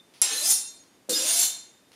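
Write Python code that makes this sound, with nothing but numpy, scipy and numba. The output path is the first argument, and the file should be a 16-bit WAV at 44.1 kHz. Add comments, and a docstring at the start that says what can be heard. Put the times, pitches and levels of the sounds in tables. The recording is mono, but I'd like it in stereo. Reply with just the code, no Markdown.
"""A faint steel ring and a rustle in a quiet, hard-walled kitchen; then a large knife is drawn twice
along a honing steel. The blade clashes down (impact), grinds from heel to tip, growing brighter
(friction driving resonances), then slips off and rings (free vibration). The edge squeals as it catches
(stick-slip). The second stroke lands softly and makes the flexing blade buzz more loudly (bending
vibration). Faint handling ticks follow each stroke."""
import sys
import numpy as np
from scipy import signal
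from scipy.fft import rfft, irfft
from scipy.io import wavfile
from scipy.ndimage import uniform_filter1d
from numba import njit

SR = 44100
rng = np.random.default_rng(int(sys.argv[2]) if len(sys.argv) > 2 else 0)


def output_pcm(signal):
    """Save a mono or channel-first signal as 16-bit PCM at the path in sys.argv[1].

    Samples are clipped to [-1, 1] before scaling.
    """
    pcm = np.clip(np.atleast_2d(signal).T, -1, 1) * 32767
    wavfile.write(sys.argv[1], SR, np.round(pcm).astype(np.int16))


N = 85995
t = np.arange(N) / SR
SIDE = np.array([[1], [-1]])  # added on the left, subtracted on the right


def undb(db):
    """Decibels to amplitude ratio."""
    return 10 ** (np.asarray(db) / 20)


def unit(x):
    """Normalisation to rms 1."""
    return x / np.sqrt(np.mean(x ** 2) + 1e-20)


def on_bins(points):
    """Log-frequency interpolation of (frequency [Hz], value) onto a double-length spectrum."""
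    hz, value = np.array(points, float).T
    return np.interp(np.log(np.maximum(np.arange(N + 1) * SR / (2 * N), 1)), np.log(hz), value)


def shape(x, gain):
    """Convolution as a product of spectra."""
    return irfft(rfft(x, 2 * N) * gain)[..., :N]


def colour(x, spectrum):
    """Minimum-phase filtering by a folded cepstrum; keeps the power of white noise."""
    cepstrum = irfft(np.log(unit(undb(on_bins(spectrum)))))
    cepstrum[1:N] *= 2
    cepstrum[N + 1:] = 0
    return shape(x, np.exp(rfft(cepstrum)))


def wander(rate_hz):
    """Slow random modulation: smoothed random steps of rms 1."""
    hold = max(int(SR / rate_hz), 40)
    steps = rng.standard_normal(N // 20)[np.arange(N) // hold]
    return unit(uniform_filter1d(uniform_filter1d(steps, hold), hold))


def fade(start, decay_s):
    """Exponential decay from a sudden onset."""
    age = t - start
    return (age >= 0) * np.exp(-np.maximum(age, 0) / decay_s)


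@njit
def one_pole(x, pole):
    """Damped oscillator: a complex state turns and shrinks at each sample."""
    state, y = 0j, np.empty(len(x))
    for i in range(len(x)):
        state = state * pole[i] + x[i] + 1e-18
        y[i] = state.imag
    return y


def resonate(x, hz, width_hz):
    """Forced resonance of variable centre and width; at its widest it keeps white-noise power."""
    pole = np.exp((2j * np.pi * hz - np.pi * width_hz) / SR) * np.ones(N)
    return one_pole(x, pole) * 2 * np.sqrt(np.pi * np.max(width_hz) / SR)


# background spectrum (frequency [Hz], relative level [dB])
BACKGROUND_SPECTRUM = [(15, -46.5), (25, -22), (70, -8.5), (130, 1.5), (301, 6), (516, 0), (796, -3),
                       (1400, -7.5), (1520, -5.5), (3520, -10.5), (9840, -13.5), (14800, -22), (16000, -40)]
def room_tone():
    """Stationary noise: a quiet background with independent mid and side."""
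    mid, side = (colour(rng.standard_normal(N), BACKGROUND_SPECTRUM) for _ in range(2))
    return undb(-61) * (mid + undb(1.5) * side * SIDE)


def ring(start, hz, db, t60):
    """Free vibration: one mode decays as a damped sinusoid."""
    return undb(db) * np.sqrt(2) * fade(start, t60 / np.log(1000)) * np.sin(2 * np.pi * hz * (t - start))


COUPLING_DB = 5  # spread of a mode's wavering level
def lingering_ring():
    """Free decay: the blade still rings from an earlier stroke."""
    return ring(0, hz=3596, db=-53, t60=0.23) * undb(COUPLING_DB * wander(70))


def grit(clicks_per_s=9000, spread_db=3):
    """Shot noise: dense, uneven clicks, as of an edge crossing the ribs of the steel."""
    hits = rng.random(N) < clicks_per_s / SR
    sizes = rng.choice([-1, 1], N) * undb(spread_db * rng.standard_normal(N))
    return unit(hits * sizes)


# handling noises (time [s], level [dB], decay time [s])
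TICKS = [(0.138, -55, 0.082), (0.837, -51, 0.0025), (.932, -59.5, 0.0021), (1.9177, -50, 0.0041),
         (1.93, -57.5, .05)]
# their spectrum (frequency [Hz], relative level [dB])
TICK_SPECTRUM = [(60, -35), (300, -12), (1500, -8.5), (3100, -3.5), (5200, -4.5), (6200, -9), (8500, -17.5),
                 (9800, -8), (12000, -22.5), (16000, -25)]
def ticks():
    """Contact noise of handling: short bursts tick, longer ones rustle."""
    envelope = sum(undb(db) * fade(start, decay_s) for start, db, decay_s in TICKS)
    return colour(envelope * grit(), TICK_SPECTRUM)


# the blade lands and bounces (time [s], level [dB])
BOUNCES = [(0.2168, -2), (0.218, -14), (0.2199, -10.5), (.2219, -9)]
# spectrum of the cracks (frequency [Hz], relative level [dB])
CRACK_SPECTRUM = [(40, -67), (200, -43), (800, -14), (2500, -21.5), (5000, -8.5), (7500, -2.5), (9500, 11),
                  (11000, 14), (12500, -17), (16000, -17.5)]
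# modes of blade and steel
# (frequency [Hz], free t60 [s], relative level in the clash [dB], in stroke one [dB], in stroke two [dB])
MODES = [(2710, .3, -48.5, -26, -29.5), (3669, 0.65, -42.5, -17.5, -25), (3636, 0.88, -50, -24, -18),
         (4209, 0.42, -39.5, -11.5, -10), (4920, 0.53, -25, -15.5, -20), (5620, .28, -32.5, -17.5, -13),
         (5770, 0.3, -18.5, -18, -14), (6610, 0.47, -28, -8.5, -7.5), (7255, 0.57, -45.5, -28, -14.5),
         (7497, .35, -12, -12.5, -7.5), (8080, 0.33, -38, -15, -26), (8600, 0.2135, -40.5, -19, -23),
         (9600, 0.22, -22.5, -5, -22), (10100, .2, -29.5, -22.5, -31), (11400, 0.38, -44.5, -20, -36)]
def clash():
    """Impact excitation: steel cracks on steel in quick bounces, and the modes ring, soon damped."""
    start = BOUNCES[0][0]
    cracks = sum(undb(db) * fade(at, decay_s=0.00056) for at, db in BOUNCES) * rng.choice([-1, 1], N)
    ringing = sum(ring(start, hz, db, t60) for hz, t60, db, *_ in MODES)
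    return colour(cracks, CRACK_SPECTRUM) + undb(-6.5) * ringing * fade(start, decay_s=.045)


# one curve per stroke (time [s], grinding level [dB], treble lift [dB])
STROKES = [
    [(.218, -25.5, 8.5), (.27, -30.5, -34.5), (.33, -30, -7), (.42, -36, 3.5), (.46, -31.5, 5),
     (.49, -33.5, 9), (.51, -34.5, 17), (.527, -28.5, 5.5)],
    [(1.093, -30, 3.5), (1.13, -33, -2.5), (1.18, -29, -5.5), (1.24, -33, -0.5), (1.29, -28, -1.5),
     (1.36, -31, 2), (1.40, -32.5, 7.5), (1.435, -26, 0), (1.465, -38, 4)],
]
# body of the grinding (frequency [Hz], relative level [dB])
RASP_SPECTRUM = [(60, -59), (150, -21.5), (350, -9.5), (800, -6.5), (1400, -2.5), (2000, -0.5), (3200, 7),
                 (4500, 9.5), (6500, 7), (10000, 3.5), (16000, -25)]
# treble that grows towards the tip (frequency [Hz], relative level [dB])
HISS_SPECTRUM = [(1000, -27), (3500, -28.5), (5000, -6.5), (7200, 1), (8200, -5), (9700, 2.5),
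                 (11000, -1.5), (12200, -8.5), (15000, -10.5), (16500, -31)]
# grit reaches the modes mostly in the treble (frequency [Hz], relative level [dB])
DRIVE_SPECTRUM = [(300, -27), (2500, 2)]
TOUCH_S, SLIP_S, CONTACT_T60_S = 0.00095, 0.0037, 0.053
CONTACT_WANDER, SWING_DOPPLER = 0.0015, 0.0011  # fractions of a mode's frequency
def stroke(index):
    """Sliding friction drives the modes; contact damps them until the tip slips off and flicks them."""
    at, level_db, lift_db = np.array(STROKES[index]).T
    start, end = at[0], at[-1]
    contact = np.clip((t - start) / TOUCH_S, 0, 1) * np.exp(-np.maximum(t - end, 0) / SLIP_S)
    force = contact * undb(np.interp(t, at, level_db))
    lift = undb(np.interp(t, at, lift_db))
    travel = np.clip((t - start) / (end - start), 0, 1)  # 0 at the heel, 1 at the tip
    rasp = colour(force * grit(), RASP_SPECTRUM)
    hiss = colour(force * lift * grit(), HISS_SPECTRUM)
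    grinding = rasp + undb(4) * hiss
    out = undb(-7) * grinding + undb(-6.5) * contact * pinned_blade(grinding, travel)
    drive = colour(force * np.sqrt(lift) * grit(), DRIVE_SPECTRUM)
    flick_db = level_db[-1] + lift_db[-1] / 2 - 1
    for hz, t60, _, *stroke_db in MODES:
        width_hz = np.log(1000) / np.pi * (contact / CONTACT_T60_S + (1 - contact) / t60)
        pitch = hz * (1 + (CONTACT_WANDER * contact + SWING_DOPPLER) * wander(30))
        forced = undb(-3) * resonate(drive, pitch, width_hz)
        free = ring(end, hz, flick_db, t60)
        out += (forced + free) * undb(stroke_db[index] + COUPLING_DB * wander(29.88))
    return out


CLIMB, SINK, GLIDE_KNEE_HZ = .13, .07, 6670  # above the knee, the glide in Hz stops growing
def pinned_blade(grinding, travel, count=54, low_hz=784.5, high_hz=15497, spread_db=2, flicker_db=4):
    """Length sets pitch: resonances climb on the contact's shortening side and sink on the other."""
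    centres = np.linspace(np.sqrt(low_hz), np.sqrt(high_hz), count) ** 2
    out = 0
    for k, (hz, gap) in enumerate(zip(centres, np.gradient(centres))):
        offset, slope, strength = rng.uniform(-1., 1., 3)
        glide = (CLIMB if k % 2 else -SINK) * (1 + slope / 2) * min(1, GLIDE_KNEE_HZ / hz)
        pitch = (hz + offset * gap / 2) * (1 + glide * (travel - .5))
        gain = np.sqrt(2 * gap / SR) * undb(spread_db * strength + flicker_db * wander(25))
        out = out + resonate(grinding * gain, pitch, width_hz=55)
    return out


def wavering_tone(hz, width_hz):
    """Self-excited oscillation with random frequency modulation."""
    pitch = hz + width_hz / 2 * wander(160)
    return np.sqrt(2) * np.sin(2 * np.pi * np.cumsum(pitch) / SR)


# low bending resonance of the blade, one curve per stroke (time [s], frequency [Hz], level [dB])
BENDS = [
    [(.22, 443.4, -54), (.29, 488.5, -75), (.325, 445, -42.5), (.39, 546.6, -60), (.43, 647.4, -46.5),
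     (.48, 770, -50), (.53, 864, -46.5)],
    [(1.089, 530, -31), (1.095, 521.4, -32), (1.125, 490, -32), (1.151, 478.8, -47.5), (1.2, 529, -42),
     (1.275, 589, -47.5), (1.31, 677, -51), (1.36, 702, -48.5), (1.43, 689, -56.5)],
]
BEND_WIDTH_HZ, HANDLE_HZ, HANDLE_WIDTH_HZ = 68.8, 311.4, 96
def flex(curve, roughness=0.38, flicker_db=2.5):
    """Bending vibration: the blade's rough tone climbs along the stroke, over the duller handle."""
    at, hz, db = np.array(curve).T
    pitch = np.interp(t, at, hz)
    force = undb(np.interp(t, at, db)) * (t > at[0]) * (t < at[-1])
    tone = wavering_tone(pitch, BEND_WIDTH_HZ / 2)
    buzz = unit(tone + roughness * resonate(grit(), pitch, BEND_WIDTH_HZ))
    handle = resonate(grit(), HANDLE_HZ, HANDLE_WIDTH_HZ)
    handle = unit(resonate(handle, HANDLE_HZ, HANDLE_WIDTH_HZ))  # twice, for steeper skirts
    flicker = unit(undb(flicker_db * wander(110)))
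    return force * (buzz * flicker + undb(-7.5) * handle)


# the edge catches (time [s], duration [s], frequency [Hz], level [dB])
SQUEALS = [(0.245, 0.21, 1746, -46), (.372, 0.022, 4100, -29), (0.453, 0.016, 5140, -25.5),
           (1.129, 0.025, 3665, -27), (1.136, 0.052, 5014, -27.5)]
def squeals():
    """Stick-slip oscillation: short tones that swell and die."""
    out = 0
    for start, duration, hz, db in SQUEALS:
        swell = np.sin(np.pi * np.clip((t - start) / duration, 0, 1))
        out = out + undb(db) * swell * wavering_tone(hz, width_hz=60.1)
    return out


# reverberation time of the kitchen (frequency [Hz], t60 [s])
ROOM_T60 = [(200, 0.31), (1000, 0.65), (4000, 0.47), (8000, 0.41), (14000, 0.23)]
# stereo width of the reflections (frequency [Hz], side over mid [dB])
ROOM_WIDTH = [(100, 6), (300, -3.5), (1000, -1.5), (2200, -3.5), (4500, -8), (9000, -6.5), (14000, -0.5)]
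def kitchen(x, gap_s=0.006, build_s=0.002):
    """Diffuse reverberation: dense reflections, left and right, that die sooner in the treble."""
    build = 1 - np.exp(-np.maximum(t - gap_s, 0) / build_s)
    noise, tail = rng.standard_normal((2, N)), 0
    for hz, t60 in ROOM_T60:
        band = on_bins([(f, f == hz) for f, _ in ROOM_T60])
        envelope = unit(build * np.exp(-np.log(1000) * t / t60)) / np.sqrt(N)
        tail = tail + shape(noise, band) * envelope
    mid, side = undb(-3) * shape(x, rfft(tail, 2 * N))
    return mid + SIDE * shape(side, undb(on_bins(ROOM_WIDTH)))


# stereo balance (frequency [Hz], left over right [dB])
BALANCE = [(150, 5), (400, -2), (800, -2), (2400, -.3), (4400, 1.5), (8100, 0.5), (15000, -4)]
def scene():
    """Superposition of direct and reflected sound; the thin blade radiates little bass."""
    bass_cut = signal.butter(4, 170, "high", fs=SR, output="sos")
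    strokes = sum(stroke(index) for index in range(len(STROKES)))
    friction = signal.sosfilt(bass_cut, strokes) + squeals() + ticks()
    bending = signal.sosfilt(bass_cut, sum(flex(curve) for curve in BENDS))
    landing = clash()
    direct = friction + bending + landing + lingering_ring()
    reflected = kitchen(friction + undb(-3.5) * bending + undb(-10.5) * landing)
    return shape(direct + reflected, undb(SIDE / 2 * on_bins(BALANCE))) + room_tone()


NOTCH_HZ, NOTCH_WIDTH_HZ, CEILING, TOP_HZ = 7800, 170, .85, 15700
def record(dry):
    """Filtering and clipping: a narrow treble dip, a ceiling on the peaks and a steep top cut."""
    notch = signal.iirnotch(NOTCH_HZ, NOTCH_HZ / NOTCH_WIDTH_HZ, fs=SR)
    top_cut = signal.ellip(8, .2, 70, TOP_HZ, fs=SR, output="sos")
    clipped = np.clip(signal.lfilter(*notch, dry), -CEILING, CEILING)
    return signal.sosfilt(top_cut, clipped)


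dry = scene()
out = record(dry)
output_pcm(out)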